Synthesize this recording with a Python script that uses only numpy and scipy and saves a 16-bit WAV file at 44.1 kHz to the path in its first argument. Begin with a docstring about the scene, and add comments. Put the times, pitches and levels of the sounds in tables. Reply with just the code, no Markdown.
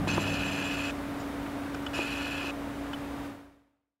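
"""A camera zooms in twice

In a quiet room, a hand-held camera's small geared motor buzzes and rattles in its housing like insect
wings. The lens knocks as each run takes up its load, and ticks now and then. A steady hum and room hiss
lie below. A low drone sinks away in the first second, and everything fades out at the end."""
import sys
import numpy as np
from scipy import signal
from scipy.fft import rfft, irfft
from scipy.io import wavfile
from scipy.ndimage import uniform_filter1d

SR = 44100
rng = np.random.default_rng(int(sys.argv[2]) if len(sys.argv) > 2 else 0)


def generate_wav(signal):
    """Clip the signal to [-1, 1] and save it as 16-bit WAV at the path in sys.argv[1]."""
    frames = np.transpose(np.atleast_2d(signal))
    scaled = np.clip(frames, -1, 1) * 32767
    pcm = np.round(scaled).astype(np.int16)
    wavfile.write(sys.argv[1], SR, pcm)


N = 176400   # 4 seconds


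def from_db(db):
    """Turn decibels into a factor to multiply a sound by."""
    return 10 ** (np.asarray(db) / 20)


def rms_one(x):
    """Scale a sound so that its average strength (rms) is 1."""
    return x / np.sqrt(np.mean(x ** 2) + 1e-20)


def seconds():
    """The time of every sample."""
    return np.arange(N) / SR


def curve(rows):
    """Join (time, value) points with straight lines."""
    return np.interp(seconds(), *np.transpose(rows))


def gate(start, stop, rise_s, fall_s):
    """Rise from 0 at start, hold at 1, and fall back after stop."""
    t = seconds()
    return np.clip((t - start) / rise_s, 0, 1) * np.clip((stop + fall_s - t) / fall_s, 0, 1)


def drift(rate_hz):
    """A smooth random wander of about 1 either way; a higher rate wanders faster."""
    step = 40   # samples between random values
    pole = np.exp(-2 * np.pi * step * rate_hz / SR)
    noise = rng.standard_normal(N // step + 2002)
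    slow = signal.lfilter([1], [1, -2 * pole, pole * pole], noise)[2000:]
    return np.interp(np.arange(N) / step, np.arange(len(slow)), rms_one(slow))


def coloured(x, spectrum):
    """Shape a sound's lows and highs by (frequency, level) points; the result has strength 1."""
    hz, db = np.transpose(spectrum)
    f = np.fft.rfftfreq(N, 1 / SR) + 1
    steep_ends = 1 / np.sqrt((1 + (hz[0] / f) ** 16) * (1 + (f / hz[-1] / 1.05) ** 24))
    gain = from_db(np.interp(np.log(f), np.log(hz), db))
    return rms_one(irfft(rfft(x) * steep_ends * gain, N))


def resonate(x, modes):
    """Let x shake an object that rings at its own pitches (modes), each a (frequency, width, level)."""
    out = 0
    for k, (hz, width, db) in enumerate(modes):
        band = signal.butter(2, [max(hz - width / 2, 20), hz + width / 2], "band", fs=SR, output="sos")
        gain = from_db(db) * np.sqrt(SR / 2 / width)
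        out = out + (-1) ** k * gain * signal.sosfilt(band, x + 1e-18)
    return out


def room():
    """An even hiss over a low rumble, both made of shaped noise."""
    # tone colour of the hiss and of the rumble: f/Hz, relative level/dB
    hiss_colour = [(220, -41.5), (380, -2), (518, -3), (551, -1), (675, -2.5), (740, -4), (1420, -7.5),
                   (2000, -12), (3600, -20.5), (4270, -24), (6600, -28.5), (8590, -29.5), (15500, -33)]
    rumble_colour = [(20, -5), (40, -10), (55, 3.5), (72, -4.5), (115, 1.5), (165, -5), (250, 3.5),
                     (320, 1), (380, -7)]
    hiss = from_db(-41.5) * coloured(rng.standard_normal(N), hiss_colour)
    rumble = from_db(-43.5) * coloured(rng.standard_normal(N), rumble_colour)
    return hiss + rumble


def drone():
    """Three low, wavering tones sink in pitch and die down, along with a soft rumble."""
    # the tones: starting f/Hz, level/dB
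    low_tones = [(101, -36.5), (163, -36), (205, -36)]
    # tone colour of the rumble: f/Hz, relative level/dB
    rumble_colour = [(40, -12.5), (90, 1), (200, 4), (340, -1.5), (500, -7), (1000, -10), (3000, -38)]
    # how the drone dies down: t/s, gain/dB
    decay = [(0, -3), (.3, -5.5), (.57, -12), (.8, -18.5), (1.1, -22)]
    sag = 1 - .1 * seconds()   # a tenth of the starting pitch is lost each second
    tones = 0
    for hz, db in low_tones:
        strength = np.sqrt(2) * from_db(db + 2 * drift(10))
        pitch = hz * (sag + 0.0069 * drift(5.3))
        tones = tones + strength * np.sin(2 * np.pi * np.cumsum(pitch) / SR)
    rumble = from_db(-34.5) * coloured(rng.standard_normal(N), rumble_colour)
    return from_db(curve(decay)) * (tones + rumble)


def hum():
    """Nearly steady low tones with a few thin whines above them."""
    # pitch of each tone: f/Hz
    pitches = [282.6, 58.8, 87.5, 565.2, 693, 922, 1179.6, 3703, 7035, 8838]
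    # strength of each tone: level/dB
    levels = [-38.5, -52, -55, -57, -56.5, -60.5, -60, -68.5, -80, -77]
    out = 0
    for hz, db in zip(pitches, levels):
        strength = np.sqrt(2) * from_db(db - 0.24 * drift(6))
        pitch = hz * (1 + .0005 * drift(3.3))
        out = out + strength * np.sin(2 * np.pi * np.cumsum(pitch) / SR)
    return out


def gear_teeth():
    """Gear teeth click together at uneven times and strengths, and hiss as they slide."""
    teeth_per_s, jitter, spread_db, friction = 850, .15, 3, 0.77
    count = np.floor(np.cumsum(teeth_per_s * (1 + jitter * drift(150))) / SR)
    contacts = np.diff(count, prepend=0)   # 1 whenever a new tooth meets
    clicks = contacts * from_db(spread_db * rng.standard_normal(N)) * rng.choice([-1, 1], N)
    return rms_one(rms_one(clicks) + friction * rng.standard_normal(N))


def focus_whir():
    """The gears of the focus drive twitch once with a faint whir."""
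    # the twitch: t/s, half length/s, level/dB
    twitches = [(1.21, 0.018, -58)]
    # where the drive rings: f/Hz, width/Hz, gain/dB
    drive_modes = [(4800, 1700, 0), (7060, 580, 0)]
    out = 0
    for when, half_length, db in twitches:
        swell = from_db(db) * np.exp(-((seconds() - when) / half_length) ** 2)
        out = out + resonate(gear_teeth() * swell, drive_modes)
    return out


def chatter(start, length, modes):
    """Parts rattle together for a few milliseconds: a burst of noise sets them ringing."""
    shape = gate(start, start + length / 2, rise_s=.0004, fall_s=length)
    burst = rng.standard_normal(N) * shape
    ringing = sum(from_db(db) * rms_one(resonate(burst, [(hz, width, 0)])) for hz, width, db in modes)
    return np.sqrt(np.mean(shape ** 2)) * ringing


def lens_ticks():
    """Each tick of the lens drive is a tiny rattle with a low clack, a ring and a bright snap."""
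    # the ticks: t/s, level/dB, ring gain/dB, snap gain/dB, rattle fade time/s
    ticks = [(1.461, -38.5, -12, -16, 0.0051), (1.661, -43.5, -19, -14, 0.0096),
             (1.744, -35.5, -11, 1.5, .006), (1.8626, -35.5, 3, -0.5, 0.0078),
             (2.93, -36.5, 1.5, -3, 0.0098)]
    # where the three parts of a tick ring: f/Hz, width/Hz, gain/dB
    clack = [(833, 310, -6), (1430, 300, -0.5), (2490, 200, -10)]
    ring = [(3010, 120, -2.5), (3420, 97, -10)]
    snap = [(4970, 1000, -15), (7000, 1800, -18)]
    out = 0
    for start, db, ring_db, snap_db, length in ticks:
        for modes, part_db in ((clack, 0), (ring, ring_db), (snap, snap_db)):
            out = out + from_db(db + part_db) * chatter(start, length, modes)
    return out


def lens_knocks():
    """Each soft knock makes the lens barrel ring with low tones that die quickly."""
    # the knocks: t/s, level/dB
    knocks = [(0.0719, -22.5), (0.1753, -24.5), (0.1787, -15), (0.1805, -30.5), (1.987, -26.5),
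              (1.9903, -19.5), (2.443, -25), (2.619, -31)]
    # the barrel's tones: f/Hz, gain/dB, time to fall by 60 dB/s
    barrel_modes = [(327, -1, 0.027), (509, -1, 0.0099), (780, -3, 0.014), (1016, -7, 0.038),
                    (1230, -6, 0.013)]
    out = 0
    for start, db in knocks:
        age = np.maximum(seconds() - start, 0)
        for k, (hz, mode_db, ring_s) in enumerate(barrel_modes):
            decay = from_db(db + mode_db) * np.exp(-np.log(1000) * age / ring_s)
            out = out + (-1) ** k * decay * np.sin(2 * np.pi * hz * age)
    soften = signal.butter(4, 1350, fs=SR, output="sos")   # dulls the sound above 1350 Hz
    return signal.sosfilt(soften, out + 1e-18)


def evened(x, amount=0.29, window_s=0.013):
    """The steady drive evens out the ringing: loud and soft moments move towards the average."""
    power = uniform_filter1d(x ** 2, int(window_s * SR)) / np.mean(x ** 2)
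    return x / (power + 1e-3) ** (amount / 2)


def flickering(x, modes, depth_db):
    """Each ringing pitch swells and sinks on its own as the contact shifts."""
    return sum(resonate(x, [mode]) * (-1) ** k * from_db(depth_db * drift(20))
               for k, mode in enumerate(modes))


def gear_wobble(turns):
    """Uneven gears press harder and softer; gives the level swings of the main ring and the treble."""
    # one row each for 1 to 5 swings per turn: main swing/dB, treble swing/dB
    swings = [(0.54, 1.3), (0.5, 0.86), (0.7, 0), (0.1, 0.7), (2.0, 0.2)]
    main = treble = 0
    for per_turn, (main_db, treble_db) in enumerate(swings, start=1):
        wave = np.sin(2 * np.pi * (per_turn * turns + rng.random()))
        main = main + main_db * wave
        treble = treble + treble_db * wave
    return main, treble


def zoom_motor():
    """Gear teeth shake the housing into a buzz that throbs with every turn of the gears."""
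    # the zooms: start/s, stop/s, gear speed/Hz, gain/dB, treble gain/dB, squeak gain/dB, strain at t/s
    runs = [(0.071, 0.908, 15.6, -2, -2, 0.5, 0.101), (1.931, 2.507, 20, -2.14, -2, -9, 2.011)]
    # where the housing rings and squeaks: f/Hz, width/Hz, level/dB
    main_modes = [(2552, 193, -38)]
    body_modes = [(1430, 193, -47), (1733, 190, -47), (2063, 110, -56), (2901, 130, -46), (3120, 150, -54),
                  (3380, 170, -51.5)]
    treble_modes = [(3990, 200, -55.5), (4345, 400, -54), (4990, 310, -57), (5640, 450, -59.5),
                    (6950, 350, -59.5), (7330, 290, -66.5), (9910, 460, -64), (11420, 1200, -61)]
    squeak_modes = [(6270, 150, -57), (7300, 260, -56)]
    # tone colour of the gears' rasp: f/Hz, relative level/dB
    rasp_colour = [(200, -22), (500, 0.5), (1100, -3), (2200, -9), (3700, -10.5), (6700, -19), (8000, -19),
                   (12000, -27.5), (15500, -35)]
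    effort_s, strain_s, fall_s = .13, 0.012, .008
    t, out = seconds(), 0
    for start, stop, turns_per_s, level_db, treble_db, squeak_db, strain_at in runs:
        teeth = gear_teeth()
        main_swing, treble_swing = gear_wobble(turns_per_s * (t - start))
        running = gate(start, stop, 0.002, fall_s)
        ring_up = gate(start, stop, .012, fall_s)   # the main ring builds after the first scrape
        bite = gate(start, stop, 0.013, fall_s)   # the treble also takes a moment
        # the gears rasp harder while they get going, and a moment of strain swells the main ring
        effort_db = 5.5 * bite * np.exp(-np.abs(t - start) / effort_s)
        strain_db = 7 * np.exp(-((t - strain_at) / strain_s) ** 2)
        main = evened(resonate(teeth, main_modes)) * from_db(main_swing + strain_db) * ring_up
        body = resonate(teeth, body_modes) * from_db(main_swing / 2)
        squeak = from_db(squeak_db) * flickering(gear_teeth(), squeak_modes, depth_db=4)
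        sizzle = flickering(teeth, treble_modes, depth_db=3)
        treble = (sizzle + squeak) * from_db(treble_swing + effort_db + treble_db) * bite
        rasp = coloured(gear_teeth(), rasp_colour) * from_db(-43.5 + effort_db + treble_swing)
        out = out + from_db(level_db) * running * (main + body + treble + rasp)
    return out


def scene():
    """All the sounds add up in one channel at the camera's own microphone."""
    return (zoom_motor() + lens_knocks() + focus_whir() + lens_ticks() + hum() + drone() + room())[None]


def record(dry):
    """Fade the sound out at the end and cut the very highest treble."""
    # overall volume: t/s, gain/dB
    fade = [(0, 1), (1.0, 0.5), (2.6, -1), (3.26, -1.5), (3.5, -20), (3.75, -39.5), (4.0, -60.5)]
    cutoff_hz = 15720
    treble_cut = signal.ellip(12, .1, 90, cutoff_hz, fs=SR, output="sos")
    return signal.sosfilt(treble_cut, dry * from_db(curve(fade)))


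dry = scene()
out = record(dry)
generate_wav(out)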